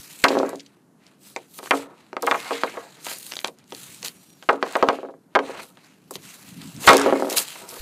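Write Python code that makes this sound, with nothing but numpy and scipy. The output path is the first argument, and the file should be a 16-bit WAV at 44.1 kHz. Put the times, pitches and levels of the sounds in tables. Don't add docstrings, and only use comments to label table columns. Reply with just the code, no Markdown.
import sys
import numpy as np
from scipy import signal
from scipy.fft import rfft, irfft, next_fast_len
from scipy.io import wavfile
from scipy.ndimage import uniform_filter1d

SR = 44100
rng = np.random.default_rng(int(sys.argv[2]) if len(sys.argv) > 2 else 0)


def transcribe(signal):
    frames = np.atleast_2d(signal).T
    limited = np.clip(frames, -1, 1)
    pcm = np.round(limited * 32767).astype(np.int16)
    wavfile.write(sys.argv[1], SR, pcm)


def voltage_ratio(level):
    return 10 ** (np.asarray(level, float) / 20)


N = 344596
CONTROL_STEP = 32

# (frequency [Hz], density [dB])
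STREET_SPECTRUM = [(18, -39), (30, -21), (81, -23), (145, 1), (303, -0.5), (526, -11), (1630, -20.5),
                   (2540, -33.5), (12300, -31), (14800, -48), (16000, -58)]
# (frequency [Hz], density [dB])
WIND_SPECTRUM = [(18, -77), (30, -55), (83, -15.5), (188, -0.5), (230, -8), (268, -4), (355, -24.5),
                 (500, -43), (650, -62), (1100, -120)]
# (peak time [s], rise [s], fall [s], level [dB])
WIND_PUFFS = [
    (0.38, 0.18, 0.33, -45),
    (2.37, 0.28, 0.31, -50.5),
    (4.0, 1.1, 0.85, -52.5),
    (6.25, 0.39, 0.16, -48),
    (6.52, 0.19, 0.19, -42.5),
    (6.585, 0.12, 0.14, -36.5),
    (6.665, 0.14, 0.1, -42),
    (6.761, 0.04, 0.13, -34),
]
# (time [s], pitch [Hz], level [dB])
BIRD_NOTE = [
    (4.15, 5670, -68),
    (4.175, 5720, -62),
    (4.197, 5670, -65),
    (4.218, 5810, -61),
    (4.25, 5660, -66),
    (4.285, 5770, -61),
    (4.325, 5700, -59),
    (4.39, 5580, -72),
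]
# (frequency [Hz], T60 [s])
WALL_T60 = [(200, 0.29), (1000, 0.096), (4000, 0.043), (12000, 0.059)]
# (frequency [Hz], density [dB])
SAND_SPECTRUM = [(350, -53), (600, -7.5), (2610, -3), (3530, -8), (3990, -5), (5630, -10.5), (6120, -7.5),
                 (12200, -12), (15400, -20), (16000, -36.5)]
# (peak time [s], rise [s], fall [s], hiss [dB],
# brightness [dB/octave])
SAND_BRUSHES = [(0.2, 1.5, 0.61, -44.5, 3), (1.07, 0.17, 0.25, -61.5, -3.5), (1.265, 0.1, 0.22, -47, 4),
                (1.588, 0.17, 0.022, -45.5, 7), (1.751, 0.079, 0.15, -37, -0.5),
                (1.66, 0.091, .1, -40.5, 2), (1.42, 0.14, 0.15, -56, -1.5), (2.3, 0.13, 1, -40.5, -0.2),
                (3.1, 0.13, 0.15, -33, 2.7), (3.27, 0.33, 0.36, -43, 4.5), (3.441, 0.9, 0.18, -59, 10),
                (3.778, 0.15, 0.88, -43, 2.8), (4.052, 0.021, 0.084, -32.5, 2),
                (4.43, 0.21, 0.26, -55, 0.5), (5.62, 0.081, 0.19, -49, 8), (5.871, 0.31, 0.23, -57.5, -2.5),
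                (6.162, 0.07, 0.016, -40, 4), (6.28, 0.2, 1, -46.5, 1.4), (6.7, 1, 0.9, -47.5, 1),
                (6.871, 0.1, 0.052, -25.5, 4), (7.3, 0.0032, 0.13, -28.5, 1.5),
                (7.377, 0.03, 0.083, -17, 4), (7.5, 0.93, 0.4, -39, 0.6), (7.72, 0.09, 0.45, -40.5, 3)]
# (peak time [s], rise [s], fall [s], hiss [dB], board chatter [dB])
BOARD_SLIDES = [(0.24, 0.003, 0.022, -19, -50.5), (0.302, 0.082, 0.26, -38, -31),
                (0.5, 0.52, 0.45, -57.5, -75), (1.75, .04, 0.32, -58, -30.5), (2.0, 0.25, 0.34, -60.5, -66),
                (2.55, 0.48, 0.58, -41.5, -45), (3.444, 0.002, 0.073, -37.5, -54),
                (3.6, 0.14, 0.16, -64, -58), (4.49, 0.002, 0.15, -45, -50), (4.679, 0.11, 0.52, -42.5, -46),
                (4.901, 0.2, 0.21, -50, -46), (5.49, 0.21, 0.32, -45.5, -32), (5.6, 0.11, 0.09, -43, -37),
                (6.879, 0.021, 0.22, -22, -25), (7.044, 0.35, 0.27, -35, -21.5),
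                (7.62, 0.083, 0.091, -61, -35), (7.75, 0.2, 0.037, -60, -32.5),
                (3.0, 0.12, 0.072, -53.5, -46), (6.62, .08, 0.097, -48.5, -45)]
# (time [s], peak [dB], centre [Hz], length [ms])
GRIT_CRACKS = [(0.2835, -10, 3500, 7.7), (0.387, -22, 3800, 6.1), (0.4623, -34, 5430, 2.7),
               (0.4923, -22.5, 7160, 3.1), (0.5564, -29.5, 4970, 3.4), (0.595, -32, 3560, 11.5),
               (0.6615, -37, 3870, 8.8), (1.066, -37, 4470, 3.9), (1.7535, -26, 3980, 3.5),
               (2.223, -19, 7800, 3), (2.267, -12, 8050, 0.7), (2.5294, -25, 3240, 22),
               (3.051, -24, 6310, 2.1), (3.1842, -23, 9350, 7.2), (3.3556, -22, 4100, 0.97),
               (3.3906, -13.5, 2750, 1.06), (6.108, -26, 8400, 9.6), (3.706, -35, 4800, 1.8),
               (3.7485, -21.5, 4020, 1.4), (3.4145, -29, 2520, 1.1), (4.0467, -18.5, 5290, 6.9),
               (4.0826, -15.5, 4640, 0.9), (4.7247, -22, 7600, 0.89), (6.764, -30.5, 5250, 2.7),
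               (6.9687, -4, 6560, 1.5), (7.0145, -16.5, 5080, 5.7), (7.2986, -16.5, 6700, 3.5),
               (7.382, -4.5, 5500, 3.7), (6.89, -1, 5000, 3), (6.908, -6, 4000, 1.8),
               (6.932, -2, 5470, 3.3), (6.9795, -12, 4600, 1.3), (6.997, -12.5, 5600, 1.5),
               (6.946, -14, 4500, 2), (0.334, -30, 3600, 2), (0.351, -41, 4500, 3.6),
               (0.604, -33, 3800, 4.6), (3.0565, -25.5, 3030, 1.2), (3.086, -21, 2600, 1.5),
               (3.128, -25, 4200, 1.4), (3.146, -40, 2500, 2), (3.16, -29, 5000, 2), (3.383, -30, 5500, 2),
               (3.404, -28, 8000, 2), (3.4735, -24, 6500, 2.4), (3.5866, -41, 5160, 1.6),
               (3.641, -46, 5050, 1.6), (3.6784, -45, 5180, 2), (4.53, -33, 4000, 3), (4.768, -26, 7500, 2),
               (5.06, -59, 6000, 1.2), (5.112, -57, 3500, 1.6), (2.697, -32.5, 4500, 3),
               (3.314, -31, 3320, 5.9), (7.6882, -25, 7100, 12)]
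# (frequency [Hz], level [dB])
BOARD_MODES = [(230, -25.5), (281, -2.5), (345, -21), (421, 0), (468, 4.5), (560, 1), (605, -5), (691, 5.5),
               (760, -2), (828, 6), (900, -0.5), (969, 9.5), (1050, 1.5), (1123, 11), (1200, 0), (1270, 12),
               (1340, 7), (1450, 7), (1575, 6.5), (1660, 6.5), (1790, 2), (1917, 5), (2135, 6.5),
               (2397, 4.5), (2640, 2), (2800, 1), (3050, -0.5), (3350, 3.5), (3700, -12), (4200, -9.5)]
# (frequency [Hz], factor on T60 [1])
BOARD_DAMPING = [(250, 1.7), (460, 1.096), (700, 0.52), (1300, 0.28), (2500, 0.23), (4000, 0.11)]
# (peak time [s], rise [s], fall [s], level [dB], centre [Hz])
PUCK_DRAGS = [(0.48, .05, .08, -42, 1800), (1.672, .006, .012, -38, 1900), (2.39, .06, .06, -40, 2400),
              (2.47, .08, .06, -41, 2400), (2.48, .08, .04, -39, 1250), (2.545, .04, .04, -42, 3900),
              (2.56, .06, .08, -37, 2400), (2.678, .01, .03, -35, 2220), (2.76, .04, .1, -44, 1250),
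              (2.78, .05, .08, -44, 1750), (2.85, .06, .08, -48, 750), (3.07, .02, .05, -41, 2000),
              (3.32, .01, .02, -38, 3000), (4.54, .02, .08, -36, 1200), (4.81, .04, .02, -40, 2300),
              (4.875, .03, .02, -37, 1400), (4.895, .005, .04, -35, 2200), (6.845, .015, .02, -31, 2500),
              (6.9, .02, .06, -21, 2400), (6.988, .01, .025, -23, 1550), (7.014, .01, .025, -23, 1390),
              (7.09, .04, .06, -33, 2000), (7.17, .05, .06, -36, 2200), (7.338, .01, .015, -35, 1800)]
# (time [s], peak [dB], T60 [s])
BOARD_FLEXES = [(0.241, -14.5, 0.19), (0.304, -18.5, 0.31), (0.37, -21, 0.21), (0.441, -19, 0.14),
                (0.545, -28.5, 0.1), (1.715, -17, 0.22), (4.83, -16.5, 0.15), (5.36, -29, 0.25),
                (6.89, -15.5, 0.36), (6.96, -20, 0.47), (7.124, -25.5, 0.21), (7.222, -20, 0.15)]
# (time [s], peak [dB], T60 [s])
BOARD_REBOUNDS = [(0.28, -18.5, 0.064), (0.304, -14.5, 0.073), (0.351, -16, 0.12), (0.369, -11, 0.057),
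                  (0.399, -13.5, 0.084), (0.43, -13, 0.074), (0.319, -21, 0.04), (0.328, -20, .05),
                  (0.378, -20, 0.065), (0.448, -21.5, 0.091), (0.548, -32.5, 0.048), (4.799, -30, 0.043),
                  (4.877, -25, 0.042), (5.433, -29, 0.078), (5.592, -35, 0.067), (7.14, -24.5, .06),
                  (7.077, -16, 0.076), (7.04, -20, 0.077), (2.739, -37, .06), (0.483, -27.5, 0.24),
                  (0.53, -24.5, 0.071), (4.528, -20.5, 0.21), (4.93, -24, 0.27), (4.986, -26.5, 0.054),
                  (5.03, -26, 0.088), (5.048, -28, 0.15), (5.086, -31.5, 0.064), (5.095, -33.5, 0.086),
                  (5.138, -40.5, 0.07), (5.494, -26.5, 0.18), (7.06, -9, 0.068), (7.084, -13, 0.15),
                  (7.124, -7, 0.075), (7.157, -16, 0.093), (7.196, -18.5, 0.074), (7.222, -13.5, 0.05),
                  (7.246, -19.5, 0.055), (7.317, -22.5, 0.025), (7.269, -22.5, 0.078), (7.285, -23, 0.11),
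                  (7.336, -25.5, 0.19)]
# (time [s], peak [dB], centre [Hz], T60 [s], edge click re peak [dB])
PUCK_TAPS = [(3.335, -31.5, 900, 0.026, 11), (1.361, -18.5, 1137, 0.061, 3.5), (1.587, -30, 566, 0.15, 3),
             (1.629, -27, 579, 0.041, -12), (1.658, -28, 1200, 0.03, -5), (2.129, -21.5, 690, 0.032, -12),
             (2.166, -13, 1120, 0.043, -18), (2.227, -17, 442, 0.17, -8.5), (3.066, -20, 1700, 0.044, -2),
             (3.113, -26, 1600, 0.04, 1), (3.319, -28.5, 2240, 0.063, 11), (3.366, -25.5, 2440, 0.036, 8.5),
             (3.444, -13.5, 1090, 0.035, 3.5), (3.479, -29.5, 663, 0.074, 6.5),
             (3.721, -26.5, 566, 0.047, 2), (4.027, -37, 311, 0.17, 17.5), (4.424, -37, 1140, 0.081, 9),
             (4.661, -25, 730, 0.1, -19), (5.77, -41.5, 1540, 0.075, 2), (6.108, -27, 468, 0.046, -36),
             (6.154, -29.5, 306, 0.022, 11.5), (7.554, -31, 1930, 0.094, -11),
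             (7.763, -32, 740, 0.084, -13)]
# (time [s], peak [dB], centre [Hz], T60 near 500 Hz [s], snap re peak [dB])
STICK_SLAPS = [(0.239, -4, 1305, 0.34, 10.5), (1.708, -4.5, 1770, 0.12, 2.5),
               (1.729, -11.5, 644, 0.19, -26), (2.27, -9, 1100, 0.2, -5.5), (2.311, -7.5, 1240, 0.21, 1.5),
               (2.342, -14, 1180, 0.17, -11), (2.507, -16, 460, 0.19, -1), (2.634, -17, 570, 0.1, 9.5),
               (2.77, -21.5, 700, 0.085, -8), (4.488, -1.5, 1022, 0.14, -12.5), (4.626, -12, 680, 0.055, 4),
               (4.753, -8, 850, 0.12, -2.5), (4.825, -2.5, 484, 0.096, -3.5), (4.886, -10.5, 506, 0.2, 8),
               (5.351, -13, 970, 0.12, 6), (5.356, -3.5, 850, 0.13, -5), (5.389, -14, 700, 0.086, 1),
               (6.842, -28, 331, 0.2, -7), (6.874, 10, 1450, 0.29, -6), (6.889, 4, 1300, 0.15, 3.5),
               (6.909, -10, 1250, 0.13, -15), (6.931, -7.5, 674, 0.09, 3), (6.958, -9.5, 485, 0.04, -10),
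               (6.992, -18, 455, 0.1, -10), (6.92, -9.5, 796, 0.1, -6), (6.945, -4.5, 493, 0.05, -11),
               (4.5, -20, 420, 0.31, -30), (6.9, -5.5, 1100, .15, -15)]


def evened(x):
    return x / np.sqrt(np.mean(x ** 2) + 1e-20)


def read(points, hz):
    f, value = np.transpose(points)
    return np.interp(np.log(hz + 1), np.log(f + 1), value)


def add(mix, time_s, sound):
    part = mix[round(time_s * SR):][:len(sound)]
    part += sound[:len(part)]


def coloured(x, points):
    size = next_fast_len(len(x))
    gain = voltage_ratio(read(points, np.fft.rfftfreq(size, 1 / SR)))
    return irfft(rfft(x, size) * gain, size)[:len(x)]


def stroke(peak_s, rise_s, fall_s, db):
    t = np.arange(0, N + CONTROL_STEP, CONTROL_STEP) / SR - peak_s
    distance = np.maximum(-t / max(rise_s, .002), t / max(fall_s, .002))
    left = np.maximum(1 - distance, 0)
    return (voltage_ratio(db) * left ** 1.97) ** 2


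def stretched(control):
    return np.interp(np.arange(N) / CONTROL_STEP, np.arange(len(control)), control)


def street():
    return voltage_ratio(-58.5) * evened(coloured(rng.standard_normal(N), STREET_SPECTRUM))


def wind(lumps):
    breeze_db = -65
    power = voltage_ratio(breeze_db) ** 2 + sum(stroke(*row) for row in WIND_PUFFS)
    return stretched(np.sqrt(power)) * evened(lumps * coloured(rng.standard_normal(N), WIND_SPECTRUM))


def bird(lumps):
    t = np.arange(N) / SR
    time_s, hz, db = np.transpose(BIRD_NOTE)
    waver = 1 + .004 * evened(uniform_filter1d(rng.standard_normal(N), 900))
    phase = 2 * np.pi * np.cumsum(np.interp(t, time_s, hz) * waver) / SR
    return lumps * voltage_ratio(np.interp(t, time_s, db, -120, -120)) * np.sin(phase)


def outdoors():
    hum = street()
    lumps = voltage_ratio(2.5 * evened(uniform_filter1d(rng.standard_normal(N), 2500)))
    return hum + wind(lumps) + bird(lumps)


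def yard(x):
    echoes = np.zeros(SR // 2)
    at = np.arange(300, len(echoes) - 20, 20)
    echoes[at + rng.integers(0, 20, len(at))] = rng.choice([-1., 1.], len(at))
    hz, t, z = signal.stft(echoes, SR, nperseg=256)
    fade = voltage_ratio(-60 * t / read(WALL_T60, hz)[:, None])
    tail = signal.istft(z * fade, SR, nperseg=256)[1]
    return signal.fftconvolve(x, tail / np.linalg.norm(tail))[:N]


def rubbing(control):
    brush_chatter_db, slide_tilt_db, still_db = -7, -5, -78
    # (peak s, rise s, fall s, hiss dB, chatter dB, tilt dB/octave)
    rows = [(*row[:4], row[3] + brush_chatter_db, row[4]) for row in SAND_BRUSHES]
    rows += [(*row, slide_tilt_db) for row in BOARD_SLIDES]
    level = 4 if control == "chatter" else 3
    power = np.array([stroke(*row[:3], row[level]) for row in rows])
    total = power.sum(0) + voltage_ratio(still_db) ** 2
    if control == "tilt":
        return stretched(np.array(rows)[:, 5] @ power / total)
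    return stretched(10 * np.log10(total))


def scuffs():
    flicker = voltage_ratio(1.8 * evened(uniform_filter1d(rng.standard_normal(N), 500)))
    crackle = (rng.random(N) < 350 / SR) * voltage_ratio(4.5 * np.minimum(rng.exponential(1, N), 3.5))
    crackle = crackle * rng.choice([-1, 1], N)
    grain = rng.standard_normal(40) * signal.windows.hann(40)
    crackle = signal.oaconvolve(crackle, grain)[:N]
    hiss = rng.standard_normal(N) + .6 * evened(crackle)
    sand = evened(coloured(flicker * hiss, SAND_SPECTRUM))
    hz, t, z = signal.stft(sand, SR, nperseg=256)
    tilt = np.clip(np.interp(t, np.arange(N) / SR, rubbing("tilt")), -9, 9)
    octaves = np.log2((hz[:, None] + 300) / 6000)
    patches = uniform_filter1d(rng.standard_normal(z.shape), 7, 0)
    patches = evened(uniform_filter1d(patches, 25, 1))
    z = z * voltage_ratio(octaves * tilt + 1.7 * patches)
    return voltage_ratio(rubbing("hiss")) * signal.istft(z, SR, nperseg=256)[1][:N]


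def burst(t, noise, hz, octaves, length_s):
    f = np.fft.rfftfreq(len(t), 1 / SR) + 1
    puff = irfft(rfft(noise) * np.exp(-.5 * (np.log2(f / hz) / octaves) ** 2), len(t))
    puff *= np.exp(-t / length_s) * (1 - np.exp(-t / (0.19 * length_s)))
    return puff / abs(puff).max()


def clicks_of_edges():
    delay_s = 0.0017
    rows = list(GRIT_CRACKS)
    rows += [(s + delay_s, db + snap_db - 10, 2730, 4.4) for s, db, _, _, snap_db in STICK_SLAPS]
    rows += [(s + delay_s, db + click_db, 3400, 2.2) for s, db, _, _, click_db in PUCK_TAPS]
    rows += [(s + delay_s, db - 17, 1400, 2.3) for s, db, _ in BOARD_REBOUNDS]
    return rows


def ticks():
    out, t, rows = np.zeros(N), np.arange(1024) / SR, clicks_of_edges()
    noises = rng.standard_normal((len(rows), 1024))
    for (s, db, hz, length_ms), noise in zip(rows, noises):
        length_s = np.clip(length_ms, .3, 20) / 2000
        add(out, s, voltage_ratio(db) * burst(t, noise, hz, octaves=.65, length_s=length_s))
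    return out


def ring(t, centre_hz, t60_s, luck, octaves):
    hz, db = np.transpose(BOARD_MODES)[:, :, None]
    level_luck, pitch_luck, weak_luck = luck[:, :, None]
    weak_hz = 120 + 1.15 * hz * np.exp(.1 * weak_luck)
    hz = np.concatenate([hz * (1 + .004 * pitch_luck), weak_hz])
    db = np.concatenate([db + 2 * level_luck, 0 * db - 5])
    short = np.repeat([1, .4], len(BOARD_MODES))[:, None]
    colour = np.exp(-.5 * (np.log2(hz / centre_hz) / octaves) ** 2)
    late = np.maximum(t - .0008 - .025 / np.sqrt(hz), 0)
    decay = np.exp(-np.log(1000) * late / (short * t60_s * read(BOARD_DAMPING, hz)))
    onset = 1 - np.exp(-1.2 * hz * late)
    sound = (voltage_ratio(db) * colour * decay * onset * np.sin(2 * np.pi * hz * late)).sum(0)
    return sound / abs(sound).max()


def chatter():
    t, out = np.arange(2000) / SR, np.zeros(N)
    shaking = voltage_ratio(rubbing("chatter"))
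    for luck in rng.standard_normal((6, 3, len(BOARD_MODES))):
        taps = (rng.random(N) < 80 / SR) * voltage_ratio(np.minimum(rng.exponential(1, N), 4))
        out += signal.oaconvolve(taps * shaking, ring(t, 750, .045, luck, octaves=.9))[:N]
    return voltage_ratio(-5) * out


def drags():
    out, t, count = np.zeros(N), np.arange(0, .03, 1 / SR), len(PUCK_DRAGS)
    slips = rng.standard_normal((count, 9000))
    grain_db = 2.5 * np.minimum(rng.exponential(1, (count, 90)), 3)
    slips = slips * voltage_ratio(grain_db.repeat(100, axis=1))
    lucks = rng.standard_normal((count, 3, len(BOARD_MODES)))
    for (s, rise_s, fall_s, db, hz), noise, luck in zip(PUCK_DRAGS, slips, lucks):
        rise_s, fall_s = np.clip([rise_s, fall_s], .004, .1)
        swell = np.interp(np.arange(len(noise)) / SR, [0, rise_s, rise_s + fall_s], [0, 1, 0])
        modes = ring(t, hz, .05, luck, octaves=.35)
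        sung = evened(signal.oaconvolve(noise, modes)[:len(noise)])
        add(out, s - rise_s, voltage_ratio(db) * swell * sung)
    return out


def flexes():
    out, t = np.zeros(N), np.arange(SR // 2) / SR
    swell = 1 - np.exp(-(t / 0.023) ** 2)
    lucks = rng.uniform(-2.0, 1, (len(BOARD_FLEXES), 2))
    for (s, db, t60_s), luck in zip(BOARD_FLEXES, lucks):
        detune = 1 + 0.0071 * luck
        hum = np.sin(2 * np.pi * 280.3 * detune[0] * t)
        hum += voltage_ratio(0.39) * np.sin(2 * np.pi * 420 * detune[1] * t)
        add(out, s, voltage_ratio(db - 60 * t / max(t60_s, .05)) * swell * hum)
    return out


def blows_on_board():
    snap_above_hz = 646
    rows = [(*row, row[2] + snap_above_hz) for row in STICK_SLAPS]
    rows += [(*row[:4], -5, row[2] + snap_above_hz) for row in PUCK_TAPS]
    rows += [(s, db, 400, t60_s, -1, 560) for s, db, t60_s in BOARD_REBOUNDS]
    return rows


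def knocks():
    out, rows = np.zeros(N), blows_on_board()
    lucks = rng.standard_normal((len(rows), 3, len(BOARD_MODES)))
    for (s, db, hz, t60_s, snap_db, snap_hz), luck in zip(rows, lucks):
        t60_s = np.clip(t60_s, .015, .3)
        t = np.arange(int(.85 * t60_s * SR)) / SR
        cycles = np.maximum(t[:400] - .0013, 0) * snap_hz
        snap = 3.7 * np.sin(2 * np.pi * cycles) * np.exp(-1.6 * cycles) * (1 - np.exp(-8 * cycles))
        add(out, s, voltage_ratio(db + snap_db) * snap)
        add(out, s, voltage_ratio(db) * ring(t, hz, t60_s, luck, octaves=1.05))
    return signal.sosfilt(signal.butter(5, 245, "high", fs=SR, output="sos"), out)


def scene():
    blows, clicks = knocks() + flexes(), ticks()
    walls = yard(voltage_ratio(-15.0) * blows + voltage_ratio(-10.0) * clicks)
    return (blows + clicks + walls + chatter() + drags() + scuffs() + outdoors())[None]


def roll_off(x):
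    return signal.sosfilt(signal.butter(12, 16480, fs=SR, output="sos"), x)


def record(dry):
    ceiling = .66
    x = dry / (1 + (abs(dry) / ceiling) ** 6) ** (1 / 6)
    x = signal.sosfiltfilt(signal.butter(2, 52, "high", fs=SR, output="sos"), x)
    x = signal.oaconvolve(x, signal.firwin(101, 15500, fs=SR)[None], "same")
    return roll_off(x)


dry = scene()
out = record(dry)
transcribe(out)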